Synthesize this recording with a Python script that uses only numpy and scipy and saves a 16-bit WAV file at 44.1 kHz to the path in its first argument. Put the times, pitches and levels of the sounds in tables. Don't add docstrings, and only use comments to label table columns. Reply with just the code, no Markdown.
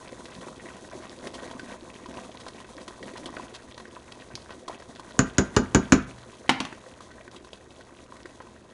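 import sys
import numpy as np
from scipy import signal
from scipy.fft import rfft, irfft
from scipy.io import wavfile
from scipy.ndimage import uniform_filter1d

SR = 44100
rng = np.random.default_rng(int(sys.argv[2]) if len(sys.argv) > 2 else 0)


def master(y):
    cut = np.clip(np.atleast_2d(y).T, -1, 1)
    pcm = np.round(cut * 32767)
    wavfile.write(sys.argv[1], SR, pcm.astype(np.int16))


N = 384993
TIME = np.arange(N) / SR

# (time [s], churn [dB], fizz [dB])
SIMMER_LEVELS = [(0, -49.5, -55), (1.3, -48.5, -55), (1.9, -50.5, -57), (3.4, -51, -56.5),
                 (3.65, -53.5, -59.5), (5.0, -51, -57.5), (6.8, -54, -58), (7.7, -56, -62),
                 (8.3, -54.5, -60), (8.7, -55.5, -64.5)]
# (time [s], length [s], level [dB], glug pitch [Hz])
HEAVES = [(.385, 0.15, -47.5, 181), (0.847, 0.24, -51, 297), (1.23, 0.34, -46, 265),
          (1.631, 0.12, -45.5, 268), (2.088, 0.18, -44.5, 250), (2.766, 0.06, -49, 284),
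          (3.021, 0.205, -46, 290), (3.259, 0.18, -45, 250), (5.002, 0.2, -57.5, 264)]
# (time [s], level [dB], pitch [Hz], spray compared with the bubble [dB])
BIG_POPS = [(0.255, -35.5, 2010, -6), (0.687, -33, 1980, -20), (1.271, -32.5, 1990, -9),
            (1.512, -28.5, 920, -12.5), (1.595, -26.5, 1550, -17), (1.741, -34.5, 990, -28),
            (2.059, -32, 1020, -13), (2.465, -29, 1020, -17), (2.602, -40, 1020, -5.5),
            (2.879, -31.5, 1025, -4.5), (3.028, -30, 1890, -14), (3.258, -25, 3350, -9.5),
            (3.29, -34.5, 1010, -25), (3.368, -23, 1490, -38), (3.397, -30, 990, -21),
            (3.744, -33, 3600, -27), (3.778, -36, 915, -7), (3.854, -33, 1750, -22),
            (3.966, -33.5, 980, -34), (4.493, -35, 1130, -29), (4.506, -29.5, 1070, -17),
            (4.681, -26.5, 1040, -18), (4.697, -26, 820, -35), (4.822, -34, 1310, -17),
            (4.996, -33, 1060, -11), (6.726, -26.5, 1520, -22), (7.006, -34.5, 1040, -14),
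            (7.21, -34.5, 1920, -29), (7.278, -30, 1510, -30), (7.363, -33, 3370, -13),
            (7.531, -29, 3250, -16), (8.122, -35.5, 1050, -22), (8.256, -30, 1590, -18),
            (8.403, -30.5, 1050, -32)]
SMALL_POP_PITCHES = [1050, 1500, 1850, 2050, 3160]
# (pitch [Hz], width [Hz], boost [dB])
POT_AIR_NOTES = [(251, 44, 4.5), (361.3, 37, 11.5), (518.5, 38, 9), (638, 56, 10), (1025, 143, 7),
                 (1520, 31, 7), (1910, 71, 8.5), (2600, 35, 6.5), (3260, 640, 5)]
# (time [s], length [s], level [dB])
SQUELCHES = [(1.269, .012, -42), (1.334, 0.031, -43.5), (2.394, 0.03, -48.5), (2.479, 0.012, -39),
             (3.169, 0.02, -44), (3.536, 0.036, -43.5), (4.118, 0.0095, -41.5), (4.678, 0.014, -39)]
# (time [s], crack [dB], steel ring [dB], stove thump [dB])
RIM_KNOCKS = [(5.191, -6, 0, -5), (5.3828, -6, -1.5, -4), (5.5647, -4.5, -5, -0.5), (5.7475, -4, -2, 0),
              (5.9219, 0.5, -1, 1)]
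# (time [s], level [dB])
SPOON_BOUNCES = [(6.4929, -1.5), (6.6029, -12.5), (6.651, -21.5)]

# (pitch [Hz], level [dB], time to fade by 60 dB [s])
POT_NOTES = [(530, -31, .15), (670, -35, .25), (840, -31, .15), (920, -30, .15), (1037, -33, .2),
             (1200, -35, .18), (1239, -34, .18), (1327, -34, .2), (1497, -23.5, .15), (1564, -25.5, .26),
             (1682, -26, .06), (3020, -26, .03), (6250, -24, .04), (6730, -6, .012), (6530, -27, .14),
             (6790, -26, .15), (7020, -26, .12), (7230, -30, .11)]
STOVE_NOTES = [(51, -35, .5), (70, -36, .4), (85, -33, .4), (122, -38, 1.1), (150, -12, .06),
               (199, -20, .24), (235, -11, .03), (259, -13, .16), (312, -22, .08), (377, -19, .13)]
SPOON_NOTES = [(233, -30, .18), (263, -16.5, 0.11), (620, -27, 0.16), (780, -23, .07), (826, -13, 0.064),
               (893, -20, 0.13), (1310, -36, 0.052), (1770, -17, 0.066), (2000, -32, 0.043),
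               (2820, -25, 0.074), (3160, -26, 0.075), (3760, -18.5, 0.046)]

# (frequency [Hz], relative level [dB])
CHURN_TONE = [(60, -19.5), (140, -1.5), (220, 8.5), (320, -3.5), (450, -5.5), (700, -4.5), (1100, -9),
              (2500, -67)]
FIZZ_TONE = [(500, -10.5), (1500, -7.5), (2600, -6), (3800, 4), (5000, 0.5), (6500, 5), (7500, 1),
             (10000, -0.5), (11500, -6)]
SPRAY_TONE = [(400, -6), (1200, 3), (2500, 0), (4200, 5.5), (6500, -1.5), (11000, -8)]
RIM_CRACK_TONE = [(50, -28), (250, 9), (500, 0), (1000, 0.5), (1300, 6.5), (1550, 6), (2100, -1),
                  (3100, -7), (3800, -9.5), (5500, -7.5), (6400, -3.5), (7000, -5.5), (7800, -18.5),
                  (11000, -25.5)]
COUNTER_CRACK_TONE = [(50, -29), (130, 2), (260, 6.5), (380, -1), (580, -3.5), (850, 4), (1500, -1),
                      (2100, -3.5), (3100, -1.5), (4300, -9.5), (5200, -13.5), (6000, -9), (7300, -16.5),
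                      (11000, -23.5)]
WALL_TICK_TONE = [(1000, -14), (3000, -3), (4800, 3), (6300, -3), (8000, -19), (11000, -16)]
ROOM_TONE = [(20, -10), (35, -24), (55, 3.5), (90, -1), (150, -11), (400, -2), (800, -13.5), (2000, -20),
             (10000, -62)]
# (frequency [Hz], time to fade by 60 dB [s])
ECHO_TIMES = [(100, 0.5), (400, 0.24), (1500, 0.48), (4000, 0.3), (7000, 0.13), (11000, 0.085)]


def simmer():
    times, churn_db, fizz_db = np.transpose(SIMMER_LEVELS)
    heave = heaving()
    churn_gain = np.hypot(gain(np.interp(TIME, times, churn_db)), heave)
    fizz_gain = np.hypot(gain(np.interp(TIME, times, fizz_db)), gain(-12.5) * heave)
    burst_gain = np.sqrt(churn_gain * fizz_gain)
    surge = flutter(40)
    churn = steady(shape_tone(crackle(700 / SR * gain(4 * surge), 3.6, size=N), CHURN_TONE))
    blubs = steady(swarm(base_per_s=120, low_hz=199, high_hz=735, cycles=12.2, spread_db=6, clump_db=3))
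    bursts = swarm(base_per_s=400, low_hz=795, high_hz=2370, cycles=15, spread_db=4, clump_db=5)
    bursts = steady(bursts * gain(1.8 * surge))
    plips = steady(swarm(base_per_s=80, low_hz=1300, high_hz=5200, cycles=11, spread_db=4.5, clump_db=7))
    fizz = steady(shape_tone(crackle(5000 / SR * gain(3.8 * surge), 4.3, size=N), FIZZ_TONE))
    broth = churn_gain * (gain(-5.5) * churn + gain(-10) * blubs)
    surface = burst_gain * (gain(-6) * bursts + gain(-8) * plips)
    return broth + surface + gain(-1.35) * fizz_gain * fizz


def heaving(ramp_s=0.053, slosh_s=0.18, slosh_db=-52):
    out = np.zeros(N)
    swells = [row[:3] for row in HEAVES] + [(row[0], slosh_s, slosh_db) for row in RIM_KNOCKS]
    for start, length, db in swells:
        inside_s = np.minimum(TIME - start, start + length - TIME)
        out += gain(db) * np.clip(inside_s / ramp_s + .5, 0, 1)
    return out


def glugs():
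    out = np.zeros(N)
    for start, _, db, hz in HEAVES:
        add(out, start, gain(db + 10.5) * bubble(hz, cycles=19, rise=0.046))
    return out


def swarm(base_per_s, low_hz, high_hz, cycles, spread_db, clump_db):
    births = crackle(base_per_s / SR * gain(clump_db * flutter(25)), spread_db, size=N)
    pitch = low_hz * (high_hz / low_hz) ** rng.random(N)
    out = np.zeros(N)
    for i in np.flatnonzero(births):
        add(out, i / SR, births[i] * bubble(pitch[i], cycles))
    return unit_level(out)


def bubble(hz, cycles, rise=0.44):
    fade_s = cycles / hz
    t = TIME[:int(fade_s * SR) + 2]
    return np.sin(2 * np.pi * hz * t * (1 + rise * t / fade_s)) * fade(t, fade_s)


def pops(small_per_s=4, small_spray_db=-12.5):
    out, spray, t = np.zeros(N), np.zeros(N), TIME[:SR // 20]
    small_pops = []
    for slot in range(int(small_per_s * N / SR)):
        start = (slot + rng.random()) / small_per_s
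        db = rng.normal(-40, 2)
        small_pops.append((start, db, rng.choice(SMALL_POP_PITCHES), small_spray_db))
    for start, db, hz, spray_db in list(BIG_POPS) + small_pops:
        add(out, start, gain(db - 1.5) * pop_note(hz))
        droplets = crackle(chance=0.2, spread_db=1.6, size=len(t)) * fade(t, 0.05)
        add(spray, start, gain(db + spray_db - 1) * droplets)
        gulp_hz = 375 * np.exp(0.27 * rng.standard_normal())
        add(out, start, gain(db - 8.5) * bubble(gulp_hz, cycles=4.8))
    return out + shape_tone(spray, SPRAY_TONE)


def pop_note(hz, splash_width=1.34, opening_s=0.0017):
    t = TIME[:SR // 10]
    ring_s = 10.5 / hz + 0.017
    note = np.sin(2 * np.pi * hz * t) * (fade(t, 7 / hz) + gain(-18.5) * fade(t, 2 * ring_s))
    tearing = rng.standard_normal(len(t)) * fade(t, 1.06 * ring_s)
    splash = keep_band(tearing, hz / splash_width, hz * splash_width)
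    return (note + gain(-6) * splash / np.abs(splash).max()) * (1 - fade(t, opening_s))


def pot_air(sound):
    for hz, width_hz, boost_db in POT_AIR_NOTES:
        note = signal.lfilter(*signal.iirpeak(hz, hz / width_hz, fs=SR), sound)
        sound = sound + (gain(boost_db) - 1) * note
    return sound


def noodle_squelches():
    out = np.zeros(N)
    for start, length, db in SQUELCHES:
        swell = np.sqrt(np.hanning(int(length * SR)))
        clicks = crackle(chance=0.053, spread_db=1.6, size=SR // 4)[:len(swell)]
        add(out, start, gain(db) * swell * clicks)
    return shape_tone(out, SPRAY_TONE)


def spoon_bump(thud_at_s=4.341, thud_hz=125, tick_at_s=4.354):
    out, t = np.zeros(N), TIME[:SR // 4]
    add(out, thud_at_s, gain(-35) * np.sin(2 * np.pi * thud_hz * t) * fade(t, 0.068))
    tick = crack(WALL_TICK_TONE, click_db=8, snap_db=-12, snap_s=0.036, tail_db=-29, tail_s=0.06)
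    add(out, tick_at_s, gain(-21) * tick)
    return out


def rim_knocks(thump_delay_s=0.00229):
    out, t = np.zeros(N), TIME[:SR]
    for start, crack_db, ring_db, thump_db in RIM_KNOCKS:
        pot, stove = ring(POT_NOTES, vary_db=1.5), ring(STOVE_NOTES, vary_db=1)
        rumble = unit_level(keep_band(rng.standard_normal(SR), 95, 350)) * fade(t, 0.15)
        hit = crack(RIM_CRACK_TONE, click_db=3.5, snap_db=-11, snap_s=0.051, tail_db=-24.5, tail_s=0.13)
        add(out, start, gain(crack_db) * hit + gain(ring_db - 2.5) * pot)
        add(out, start + thump_delay_s, gain(thump_db) * (stove + gain(-11.5) * rumble))
    return signal.sosfilt(signal.butter(6, 46, "high", fs=SR, output="sos"), out)


def spoon_set_down():
    out = np.zeros(N)
    for start, db in SPOON_BOUNCES:
        wood = gain(-4.5) * ring(SPOON_NOTES, vary_db=3.5)
        hit = crack(COUNTER_CRACK_TONE, click_db=1, snap_db=-7, snap_s=0.027, tail_db=-23.5, tail_s=0.13)
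        add(out, start, gain(db) * (wood + hit))
    return out


def ring(notes, vary_db):
    t = TIME[:SR]
    return sum(gain(rng.normal(db, vary_db)) * np.sin(2 * np.pi * hz * t) * fade(t, fade_s)
               for hz, db, fade_s in notes)


def crack(tone, click_db, snap_db, snap_s, tail_db, tail_s):
    t = TIME[:SR]
    force = rng.standard_normal(SR) * (gain(snap_db) * fade(t, snap_s) + gain(tail_db) * fade(t, tail_s))
    force[0] += gain(click_db)
    return shape_tone(force, tone)


def kitchen_echo(sound, echo_db):
    t, tail = TIME[:SR // 2], 0
    edges_hz = np.geomspace(90, 12000, 8)
    for low, high in zip(edges_hz, edges_hz[1:]):
        band = keep_band(rng.standard_normal(len(t)), low, high)
        tail = tail + band * fade(t, look_up(ECHO_TIMES, np.sqrt(low * high)))
    tail = tail * (1 - fade(t, 0.0033))
    return sound + gain(echo_db) * pass_through(sound, tail)


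def background(hum_hz=120, turn_s=(7.2, 7.5)):
    room = gain(-54) * shape_tone(rng.standard_normal(N), ROOM_TONE)
    hum = gain(-59.5) * np.sin(2 * np.pi * hum_hz * TIME)
    return gain(np.interp(TIME, turn_s, [0, -2])) * (room + hum)


def gain(db):
    return 10 ** (np.asarray(db) / 20)


def unit_level(sound):
    return sound / np.sqrt(np.mean(sound ** 2) + 1e-20)


def steady(sound):
    power = np.abs(uniform_filter1d(sound ** 2, size=SR // 3))
    return sound / np.sqrt(power + 1e-9)


def fade(t, fade_s):
    return np.exp(-np.log(1000) * t / fade_s)


def flutter(per_s):
    points = rng.standard_normal(4096)
    points = points - uniform_filter1d(points, size=7)
    return unit_level(np.interp(TIME * per_s, np.arange(len(points)), points))


def crackle(chance, spread_db, size):
    strength = gain(spread_db * np.minimum(rng.exponential(1, size), 4))
    return unit_level((rng.random(size) < chance) * strength * rng.choice([-1, 1], size))


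def add(out, start_s, sound):
    i = max(0, int(start_s * SR))
    out[i:i + len(sound)] += sound[:max(0, N - i)]


def look_up(table, hz):
    row_hz, values = np.transpose(table)
    return np.interp(np.log(np.maximum(hz, 1)), np.log(row_hz), values)


def keep_band(sound, low_hz, high_hz):
    return signal.sosfilt(signal.butter(2, [low_hz, high_hz], "band", fs=SR, output="sos"), sound)


def pass_through(sound, response):
    return signal.oaconvolve(sound, response / np.linalg.norm(response))[:len(sound)]


def shape_tone(sound, tone, size=8192):
    levels_db = look_up(tone, np.fft.rfftfreq(size, 1 / SR))
    log_response = irfft(np.log(gain(levels_db)))
    log_response[1:size // 2] *= 2
    log_response[size // 2 + 1:] = 0
    return pass_through(sound, irfft(np.exp(rfft(log_response))))


def scene():
    spoon = kitchen_echo(rim_knocks(), echo_db=-16.5) + kitchen_echo(spoon_set_down(), echo_db=-12)
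    bubbling = pot_air(simmer() + noodle_squelches() + pops())
    soup = kitchen_echo(bubbling + glugs() + spoon_bump(), echo_db=-16)
    return (soup + spoon + background())[None]


def record(dry, ceiling=0.9, cutoff_hz=10700):
    rounded = ceiling * np.tanh(dry / ceiling)
    return signal.sosfilt(signal.butter(24, cutoff_hz, fs=SR, output="sos"), rounded)


dry = scene()
out = record(dry)
master(out)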